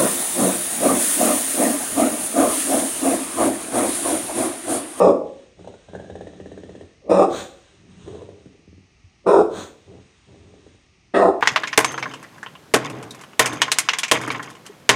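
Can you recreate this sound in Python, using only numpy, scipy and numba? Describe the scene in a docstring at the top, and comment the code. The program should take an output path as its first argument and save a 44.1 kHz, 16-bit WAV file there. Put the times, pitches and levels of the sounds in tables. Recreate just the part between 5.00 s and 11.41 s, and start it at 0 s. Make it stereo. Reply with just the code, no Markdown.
"""A bulldog on a leather couch gives four hoarse barks in a living room, a metre from a phone.
Each bark is a rough voice that rings in throat and mouth and surges as the jowls (loose cheeks) flap.
A snort of air follows the second and third. In between the dog grumbles: its soft palate, at the back
of the mouth, flaps slowly over a low rattle and the hiss of its short nose.
Paws thud twice on the cushion, the room echoes, and the house rumbles faintly."""
import sys
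import numpy as np
from scipy import signal
from scipy.fft import rfft, irfft
from scipy.io import wavfile
from scipy.ndimage import uniform_filter1d, minimum_filter1d
from numba import njit

SR = 44100
rng = np.random.default_rng(int(sys.argv[2]) if len(sys.argv) > 2 else 0)


def transcribe(u):
    """Save the signal u as a 16-bit wav file named by the first command-line argument.

    u: samples, shape (n,) or (channels, n), limited to [-1, 1]; the rate is SR.
    q: integer samples, one column per channel.
    """
    v = np.clip(np.atleast_2d(u).T, -1, 1)
    q = np.round(v * 32767).astype(np.int16)
    wavfile.write(sys.argv[1], SR, q)


N = 282668
T = np.arange(N) / SR

# how throat and mouth shape the voice, one list per bark: f/Hz, level/dB
THROATS = [
    [(65, -53), (110, -23), (130, -32.5), (184, -13.5), (231, -16.5), (285, -8), (350, -11.5), (481, -4),
     (599, -6), (690, -17.5), (897, -19.5), (1070, -15.5), (1180, -12), (1500, -37.5), (1950, -74),
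     (3300, -120)],
    [(65, -54), (110, -24), (151, -30.5), (194, -6.5), (226, -14), (339, -3), (382, -10), (486, -4),
     (573, -2), (690, -13), (762, -11), (958, -19.5), (1210, -9), (1500, -29), (1950, -60.5), (3300, -120)],
    [(65, -58), (110, -18), (217, -18.5), (252, -15.5), (297, -29.5), (332, -3), (366, -2.5), (456, -1.5),
     (555, -8.5), (612, -11.5), (897, -18.5), (1130, -22), (1220, -19.5), (1500, -24), (1950, -67),
     (3300, -120)],
    [(65, -55), (110, -31.5), (201, -11), (250, -7), (318, -0.5), (400, 4), (441, -12), (497, -1),
     (549, -5.5), (626, 0), (831, -4), (958, -9.5), (1300, -7), (1500, -20), (1950, -49.5), (3300, -120)],
]
# the gliding note at which the nose rings in the long grumble: t/s, f/Hz, level/dB
NOSE_RING = [(.6, 1280, -69), (.86, 1580, -66), (.96, 1630, -49), (1.1, 1673, -58), (1.4, 1820, -65.5),
             (1.75, 1790, -66), (1.95, 1800, -60.5)]


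def barks():
    """Vocal folds and puffs of breath ring throat, mouth and muzzle; flapping jowls make it surge."""
    # one bark a row: start/s, length/s, level/dB, mouth at start/dB, mouth at end/dB, snarl/dB, rasp/dB,
    # snarl fade/(dB/s), top pitch/Hz, highest throat ring/Hz, mouth ring at start/Hz, snarl ring/Hz,
    # jowl flapping/Hz, build-up/s
    bark_rows = [(-.04, .17, -14.5, -1.5, -8, -18.5, -24.5, 92, 191.1, 527, 920, 2495, 38.37, .02),
                 (2.09, .176, -15.5, -12.5, 1.5, -22.5, -25.5, 13, 185.9, 542, 1004, 2550, 39.9, 0.0059),
                 (4.26, .18, -15.5, -4, -5.5, -20.5, -24.5, 80.5, 207.7, 392, 1127, 2455, 39.72, 0.0095),
                 (6.136, 0.1848, -17.5, -5.5, -2, 0, -20, 177, 205.7, 614, 1300, 1711, 35.43, 0.015)]
    top_s, rise_hz_per_s, sag_hz_per_s = .05, 480, 290  # the pitch climbs with the push, then sags
    jaw_swing, shut_hz = .66, 740
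    out = np.zeros(N)
    for row, throat in zip(bark_rows, THROATS):
        start, length, level_db, open_db, close_db, snarl_db, rasp_db, fade_db_per_s = row[:8]
        top_hz, throat_hz, mouth_hz, snarl_hz, jowl_hz, build_s = row[8:]
        age, gate = envelope(start, length, attack=.014, release=.032)
        progress = age / length
        pitch = top_hz - np.maximum(rise_hz_per_s * (top_s - age), sag_hz_per_s * (age - top_s))
        folds, phase = pulses(pitch, jitter=.1, shimmer_db=1.5)
        breath = unit(rng.standard_normal(len(age)) * np.exp(-phase / 1.7))
        source = colour(unit(folds) + .5 * breath, throat)
        low, high = band(source, 120, 680), band(source, 611, 1500)
        # the lower ring rises and falls with the jaw; the upper one sinks as the mouth shuts
        arch_hz = throat_hz * (1 - jaw_swing * (1 - np.sin(np.pi * progress)))
        sink_hz = mouth_hz + (shut_hz - mouth_hz) * progress
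        low = unit(low) + .67 * unit(resonate(low, arch_hz, width_hz=120.))
        mouth = unit(high) + .64 * unit(resonate(high, sink_hz, width_hz=87.))
        mouth_gain = amp(open_db + (close_db - open_db) * progress)
        chest = unit(band(breath, 55, 120, order=3))
        voice = steady(low, .012) + mouth_gain * steady(mouth, .0026) + amp(-31.5) * chest
        snarl, rasp = muzzle(breath + .28 * unit(folds), progress, snarl_hz)
        fade_db = fade_db_per_s * age
        edge = amp(snarl_db - fade_db) * snarl + amp(rasp_db - .48 * fade_db) * rasp
        surge_db = jowls(age, progress, jowl_hz)
        slack = np.exp(-age / build_s)  # the bark starts weak and builds up
        sound = amp(surge_db - 6.5 * slack) * voice + amp(.18 * surge_db - 12.5 * slack) * edge
        add(out, start, gate * amp(level_db) * sound)
    return out


def muzzle(air, progress, snarl_hz):
    """Rushing air rings the muzzle, giving a bright snarl and a higher rasp."""
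    # the muzzle's high rings: f/Hz, base width/Hz, level/dB
    muzzle_rings = [(1506, 41, 8), (1766, 83, 3), (1830, 90, 1), (2600, 63, -1.5), (3652, 500, 0.5),
                    (5140, 380, -3), (7130, 500, -1.5), (8320, 660, -1.5), (9100, 660, -5.5),
                    (14000, 2000, -23)]
    rings = 0
    for hz, width, db in muzzle_rings:
        # each ring wavers and sinks as the jaw closes
        centre = hz * (1 + .02 * wander(progress, count=5) + .032 * np.cos(np.pi * progress))
        rings += amp(db) * resonate_twice(air, centre, 1.5 * width)
    ring_hz = snarl_hz * (1 + .02 * wander(progress, count=6))
    main_ring = unit(resonate(air, ring_hz, width_hz=190.))
    bite = unit(resonate_twice(air, 2.16 * ring_hz, width_hz=900))
    snarl = band(unit(band(rings, 1400, 2700)) + main_ring, 1400, 2850)
    rasp = band(rings + .05 * air, 3300, 16000)
    return steady(snarl, .05) + amp(-13) * bite, steady(rasp, .021)


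def jowls(age, progress, flap_hz):
    """Level change in dB: each flap of the jowls gives a surge, no two equally strong."""
    peak_at, width = .26, .25  # shares of one flap
    phase = (flap_hz * age + .04 * wander(progress, count=8)) % 1
    strength_db = 8 * (1 + .37 * wander(progress, count=7))
    distance = np.sin(np.pi * (phase - peak_at)) / (np.pi * width)
    return strength_db * np.exp(-distance ** 2) - 1.5


def lead_ins():
    """Just before two of the barks, a soft voice swells behind the still closed mouth."""
    # swells: time of full strength/s, rise/s, level/dB
    swells = [(2.1, .085, -27.5), (4.265, 0.029, -30)]
    out = np.zeros(N)
    for full, rise, db in swells:
        age, gate = envelope(full - rise, rise + .011, attack=.005, release=.0077)
        folds, _ = pulses(np.full(len(age), 168.), jitter=.085, shimmer_db=3)
        source = colour(unit(folds) + 1.8 * rng.standard_normal(len(age)), THROATS[0])
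        voice = steady(band(source, 200, 700, order=3), .012)
        add(out, full - rise, gate * amp(db - 30 * (1 - age / rise)) * voice)
    return out


def snorts():
    """Air rushing through the short nose swells and dies, with a fluttering grunt just ahead of it."""
    # snorts: peak time/s, hiss/dB, grunt/dB
    snort_rows = [(2.375, -34, -32.5), (4.595, -38, -33.5)]
    # tone of the rushing air: f/Hz, level/dB
    hiss_shape = [(700, -39.5), (1000, -6), (1600, 0.5), (2100, -6), (2550, -4), (2900, -9), (3400, 2),
                  (4000, 1), (5000, -15.5), (6800, -1), (8500, -8.5), (9700, -14.5), (11000, -11),
                  (15000, -16.5)]
    # tone of the grunt: f/Hz, level/dB
    grunt_shape = [(47, -7), (80, -2), (330, -1), (505, -5), (565, 4), (674, -10.5), (773, -3), (866, -15),
                   (945, -5.5), (1600, -10), (2080, -68), (3520, -120)]
    rise_s, fall_s, grunt_lead_s = .06, .072, .023
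    swell = lambda t: np.exp(-(t / np.where(t < 0, rise_s, fall_s)) ** 2)
    out = np.zeros(N)
    for peak, hiss_db, grunt_db in snort_rows:
        start = peak - 2 * rise_s
        age, gate = envelope(start, 2 * rise_s + 3 * fall_s, attack=.01, release=.04)
        flutter, phase = pulses(np.full(len(age), 120.), jitter=.31, shimmer_db=3.5)
        hiss = unit(colour(rng.standard_normal(len(age)) * (1 - .35 * phase), hiss_shape))
        grunt = steady(colour(unit(flutter) + 2.4 * rng.standard_normal(len(age)), grunt_shape), .025)
        from_peak = start + age - peak
        hiss *= amp(hiss_db) * swell(from_peak)
        grunt *= amp(grunt_db) * swell(from_peak + grunt_lead_s)
        add(out, start, gate * (hiss + grunt))
    return out


def palate_flaps():
    """Each flap pops in the throat and rings nose, mouth and chest; the palate lands with a soft bump."""
    out, t = np.zeros(N), T[:SR // 10]
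    ring_times, ring_hz, _ = np.transpose(NOSE_RING)
    for start, db, base_hz, nose_db in flap_events():
        chance = rng.standard_normal(4)
        hz = base_hz * (1 + .054 * chance[3])
        nose_hz = np.interp(start, ring_times, ring_hz) * (1 + .038 * chance[1])
        throat = pop(.81 * hz, fall_hz=386, turns=2.97)
        nose = ping(t, nose_hz, attack=.0016, decay=.016)
        mouth = ping(t, 1.902 * hz, attack=.0071, decay=.035)
        chest = pop(75 * (1 + .087 * chance[0]), fall_hz=260, turns=2.1)
        bump = pop(165, fall_hz=240, turns=1.5)
        add(out, start, amp(db + .5) * throat + amp(nose_db + 12.5) * nose)
        add(out, start + .00086, amp(db - 8.5) * mouth)
        add(out, start + .0098, amp(db - 12) * chest)
        add(out, start + .029 + .003 * chance[2], amp(db - 11) * bump)
    return out


def flap_events():
    """List the palate's flaps, evenly spaced in each run: t/s, level/dB, base pitch/Hz, nose level/dB."""
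    # runs of flaps: first/s, last/s, count, first level/dB, last level/dB, base pitch/Hz, nose offset/dB
    runs = [(0.592, 0.645, 2, -35.5, -32, 463, -22), (0.674, 0.739, 2, -23, -33, 495, -34),
            (.886, 0.934, 2, -33, -27.5, 515, -38), (0.9506, 1.045, 3, -20, -33.5, 484, -20),
            (1.099, 1.209, 3, -23, -22.5, 398, -22), (1.27, 1.334, 2, -24, -31.5, 382, -21),
            (1.4, 1.81, 8, -26, -27.5, 340.6, -21), (3.076, 3.289, 4, -32.5, -30.5, 391, -29),
            (3.382, 3.548, 2, -49, -54, 393, -30), (3.458, 3.589, 2, -32, -42, 171.5, -31),
            (3.677, 3.78, 3, -36.5, -39, 109.3, -28), (4.921, 4.939, 2, -36.5, -35.5, 334, -32),
            (5.293, 5.346, 2, -44.5, -39.5, 328, -25), (5.539, 5.6647, 2, -36.5, -35.5, 332, -41)]
    events = []
    for first, last, count, first_db, last_db, hz, nose_db in runs:
        for start, db in np.linspace((first, first_db), (last, last_db), count):
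            events.append((start, db, hz, db + nose_db))
    return events


def pop(hz, fall_hz, turns):
    """A round note that drops onto its pitch as the airway opens; more turns make it ring longer."""
    t = T[:SR // 10]
    cycles = np.cumsum(hz + fall_hz * np.exp(-t / .0029)) / SR
    ring = np.sin(2 * np.pi * cycles) * np.exp(-cycles / turns - t / .087)
    return band(ring, 38, 1.2 * (hz + fall_hz), order=3)


def ping(t, hz, attack, decay):
    """A pocket of air rings at one pitch, losing 60 dB in `decay` seconds."""
    return np.sin(2 * np.pi * hz * t) * (1 - np.exp(-t / attack)) * amp(-60 * t / decay)


def grumbles():
    """Loose tissue rattles in the throat, mostly fading as the air runs out."""
    # grumbles: start/s, length/s, starting level/dB, fade/(dB/s) (a negative fade swells)
    grumble_rows = [(.565, 0.2, -43.5, 13), (.875, 1.0, -43, 6), (2.68, 0.49, -61, -23),
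                    (3.05, 0.83, -37, 48.5), (4.86, 0.17, -42, 31), (5.26, 0.52, -48.5, 13.5)]
    # tone of the throat in the first two grumbles, then in the later four: f/Hz, level/dB
    rattle_shapes = [
        [(25, -24.5), (65, 9), (120, -2), (185, 7.5), (240, -4.5), (380, 3), (560, -14), (770, -10),
         (1050, -32.5), (1500, -26), (2200, -62.5)],
        [(25, -30), (90, 6), (175, -3.5), (250, -9.5), (400, -1), (500, -13), (750, -16.5), (1100, -26),
         (1500, -31), (2200, -82.5)],
    ]
    early, late = rattle_shapes
    out = np.zeros(N)
    for k, (start, length, db, fade_db_per_s) in enumerate(grumble_rows):
        age, gate = envelope(start, length, attack=.028, release=.02)
        slaps, _ = pulses(np.full(len(age), 64.), jitter=.24, shimmer_db=5.5)
        source = colour(unit(slaps) + rng.standard_normal(len(age)), early if k < 2 else late)
        rattle = steady(band(source, 79, 2200, order=3), .048)
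        add(out, start, gate * amp(db - fade_db_per_s * age) * rattle)
    return out


def whistles():
    """Air rings gliding notes in nose, throat and mouth, strongest just after each palate flap."""
    # the throat's ring in a low moan that opens upward: t/s, f/Hz, level/dB
    moan_throat = [(2.78, 160, -48.5), (2.98, 171, -43), (3.05, 198, -45), (3.085, 408, -36),
                   (3.2, 466, -40.5), (3.4, 417, -56.5), (3.6, 396, -52)]
    # the mouth's sinking ring in that moan: t/s, f/Hz, level/dB
    moan_mouth = [(3.07, 1190, -61), (3.22, 980, -55), (3.38, 940, -82)]
    out = np.zeros(N)
    for glide, width_hz, pulsing in (NOSE_RING, 130, 4.4), (moan_throat, 96, 3.1), (moan_mouth, 110, 1.5):
        times, hz, db = np.transpose(glide)
        t = T[int(times[0] * SR):int(times[-1] * SR)]
        gate = np.clip((t - t[0]) / .0034, 0, 1) * np.clip((t[-1] - t) / .03, 0, 1)
        ring = resonate_twice(rng.standard_normal(len(t)), np.interp(t, times, hz), width_hz)
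        puffs = sum(puff(t - s, rise=.002, fall=.0082) for s, *_ in flap_events())
        gain = amp(np.interp(t, times, db)) * (1 + pulsing * puffs) / (1 + .22 * pulsing)
        add(out, t[0], gate * gain * steady(ring, .018))
    return out


def nose_air():
    """Breath hisses quietly in the nose; each palate flap lets a puff through."""
    # breaths: start/s, length/s, level/dB
    breaths = [(0.215, 0.41, -59.5), (0.547, 1.48, -60.5), (2.416, 0.51, -59), (2.844, 0.52, -60),
               (2.957, 0.38, -56), (3.2, 0.49, -65.5), (4.74, 1.21, -63.5)]
    # tone of the nose: f/Hz, level/dB
    nose_shape = [(590, -22.5), (1000, -6), (1420, -9), (1630, -6), (1970, -9.5), (2140, -15.5),
                  (2830, -7.5), (3910, -6.5), (4730, -23.5), (6730, -10.5), (7550, -14), (8620, -14.5),
                  (9760, -27), (12700, -62), (21500, -120)]
    out = np.zeros(N)
    for start, length, air_db in breaths:
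        age, gate = envelope(start, length, attack=.06, release=.22)
        t = start + age
        puffs = sum(amp(db + 34.5) * puff(t - s, rise=.004, fall=.0067) for s, db, *_ in flap_events())
        hiss = unit(colour(rng.standard_normal(len(t)), nose_shape))
        add(out, start, gate * amp(air_db) * (1 + puffs) * hiss)
    return out


def paws():
    """Paws land on the cushion with soft, low thuds."""
    # thuds: t/s, level/dB
    thuds = [(3.041, -36), (4.042, -37.5)]
    out, t = np.zeros(N), T[:SR // 8]
    rise = t / .0042
    for start, db in thuds:
        add(out, start, amp(db) * rise * np.exp(1 - rise) * np.sin(2 * np.pi * 80 * t))
    return out


def room(dry, wet_db):
    """Walls and furniture add a wash of echoes; left and right hear nearly the same bass."""
    # how long the echoes last: f/Hz, time to fade by 60 dB/s
    echo_times = [(120, 0.58), (500, 0.63), (1500, 0.45), (8000, 0.48)]
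    t = T[:int(.7 * SR)]
    tails = np.zeros((2, len(t)))  # what both sides share, and what sets them apart
    for low_hz in 50 * 2 ** np.arange(9):
        apart = min(low_hz / 600, .55)
        decay = amp(-60 * t / along(1.7 * low_hz, echo_times))
        octave = band(rng.standard_normal((2, len(t))), low_hz, 2 * low_hz, order=3)
        tails += octave * decay * np.array([[1], [apart]])
    tails *= np.clip((t - .003) / .0026, 0, 1) * (1 + .96 * np.exp(-t / .013))  # gap, then strong echoes
    mid, side = (signal.fftconvolve(dry, tail / np.linalg.norm(tails[0]))[:N] for tail in tails)
    return dry + amp(wet_db) * (mid + np.array([side, -side]))


def room_tone(level_db):
    """The house rumbles and hisses, faint and steady."""
    # tone of the house: f/Hz, level/dB
    house_shape = [(15, -51), (25, -12), (65, 4), (268, -8.5), (390, -8), (500, -20), (784, -15.5),
                   (981, -22.5), (1200, -15), (1500, -24.5), (1930, -14), (2660, -13.5), (3420, -21.5),
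                   (6070, -20), (9760, -36), (12700, -64.5), (21500, -120)]
    mid, side = (unit(colour(rng.standard_normal(N), house_shape)) for _ in range(2))
    return amp(level_db) * (mid + .13 * np.array([side, -side]))


def amp(db):
    """Turn decibels into a gain."""
    return 10 ** (np.asarray(db) / 20)


def unit(x):
    """Scale to an average strength (rms) of 1."""
    return x / np.sqrt(np.mean(x ** 2) + 1e-18)


def steady(x, seconds):
    """Even out the strength over spans of this length, keeping the finer grain."""
    size = max(int(seconds * SR), 2)
    return x / np.sqrt(np.abs(uniform_filter1d(uniform_filter1d(x ** 2, size), size)) + 1e-12)


def along(hz, points):
    """Read between (f/Hz, value) points, spaced by musical pitch."""
    f, value = np.transpose(points)
    return np.interp(np.log(hz + 1), np.log(f + 1), value)


def colour(x, points):
    """Give a sound the tone outlined by (f/Hz, level/dB) points."""
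    size = 4096
    cepstrum = irfft(np.log(amp(along(np.fft.rfftfreq(size, 1 / SR), points))))
    cepstrum[1:size // 2] *= 2  # folded so that the filter rings only after the sound arrives
    cepstrum[size // 2 + 1:] = 0
    return signal.fftconvolve(x, irfft(np.exp(rfft(cepstrum))))[:len(x)]


def band(x, lo_hz, hi_hz, order=4):
    """Keep what lies between two frequencies."""
    sos = signal.butter(order, [lo_hz, min(hi_hz, .49 * SR)], "band", fs=SR, output="sos")
    return signal.sosfilt(sos, x)


@njit
def resonate(x, hz, width_hz):
    """Ring at a pitch that may move (a state-variable band-pass filter)."""
    y, band_state, low_state = np.empty(len(x)), 0., 0.
    for i in range(len(x)):
        tuning, damping = np.tan(np.pi * hz[i] / SR), width_hz / hz[i]
        ring = (band_state + tuning * (x[i] - low_state)) / (1 + tuning * (tuning + damping))
        band_state = 2 * ring - band_state
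        low_state += 2 * tuning * ring
        y[i] = damping * ring
    return y


def resonate_twice(x, hz, width_hz):
    """Two passes give a purer ring."""
    return resonate(resonate(x, hz, float(width_hz)), hz, float(width_hz))


def pulses(hz, jitter, shimmer_db):
    """Clicks uneven in timing (jitter) and strength (shimmer), and the place in each cycle, 0 to 1."""
    cycles = np.cumsum(hz) / SR
    chance = rng.standard_normal((int(cycles[-1]) + 2, 2))
    marks = np.sort(np.arange(len(chance)) + jitter * chance[:, 0])
    at = np.searchsorted(cycles, marks)
    train = np.bincount(at, amp(shimmer_db * chance[:, 1]), len(hz) + 1)[:len(hz)]
    return train - train.mean(), np.interp(cycles, marks, np.arange(len(marks))) % 1


def wander(progress, count):
    """A few random values joined by straight lines over the course of a sound."""
    return np.interp(progress, np.linspace(0, 1, count), rng.standard_normal(count))


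def envelope(start, length, attack, release):
    """Seconds since the start, and a gain that fades in, holds and fades out."""
    age = T[max(int(start * SR), 0):int((start + length) * SR)] - start
    return age, np.clip(age / attack, 0, 1) * np.clip((length - age) / release, 0, 1)


def puff(age, rise, fall):
    """The strength of a puff of air: it jumps up and dies away (times in seconds)."""
    return np.clip(age / rise, 0, 1) * np.exp(-np.abs(age) / fall)


def add(out, start, x):
    """Mix a sound in at `start` seconds."""
    i = max(int(start * SR), 0)
    out[i:i + len(x)] += x[:max(N - i, 0)]


def limit(x, ceiling, size):
    """Turn the level down smoothly around any peak above the ceiling."""
    need = np.minimum(1, ceiling / (np.abs(x).max(axis=0) + 1e-9))
    return x * uniform_filter1d(uniform_filter1d(minimum_filter1d(need, 2 * size + 1), size), size)


def scene():
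    """The dog's sounds in the living room."""
    dog = palate_flaps() + whistles() + grumbles() + barks() + lead_ins() + snorts() + nose_air() + paws()
    dog = band(dog, 48, 17000, order=2)  # cut the deep rumble below 48 Hz from the dog's sounds
    return room(dog, wet_db=-6) + room_tone(level_db=-57)


def record(dry):
    """The phone's two microphone holes shift left against right; loud peaks are held down."""
    # how far the left wave runs ahead of the right: f/Hz, phase/rad
    phase_leads = [(0, 0), (800, .2), (1400, .2), (1640, .8), (1850, .1), (2900, .65), (4400, .15),
                   (6200, .1), (6900, .7), (7450, 3.1), (8000, 5.9), (8600, 6.1), (9500, 5.3), (10500, 3.6),
                   (12300, 2.3), (13200, .1)]
    hz = np.fft.rfftfreq(N, 1 / SR)
    lead = np.interp(hz, *np.transpose(phase_leads))
    # the treble is dulled above about 10 kHz and cut off above 15 kHz
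    treble = amp(along(hz, [(9400, -1), (10600, -17.5), (14000, -8)]))
    top_cut = signal.ellip(8, .2, 70, 15200, fs=SR, output="sos")
    stereo = irfft(rfft(dry) * treble * np.exp(.5j * np.array([lead, -lead])), N)
    return signal.sosfilt(top_cut, limit(stereo, ceiling=.93, size=130))


dry = scene()
out = record(dry)
transcribe(out)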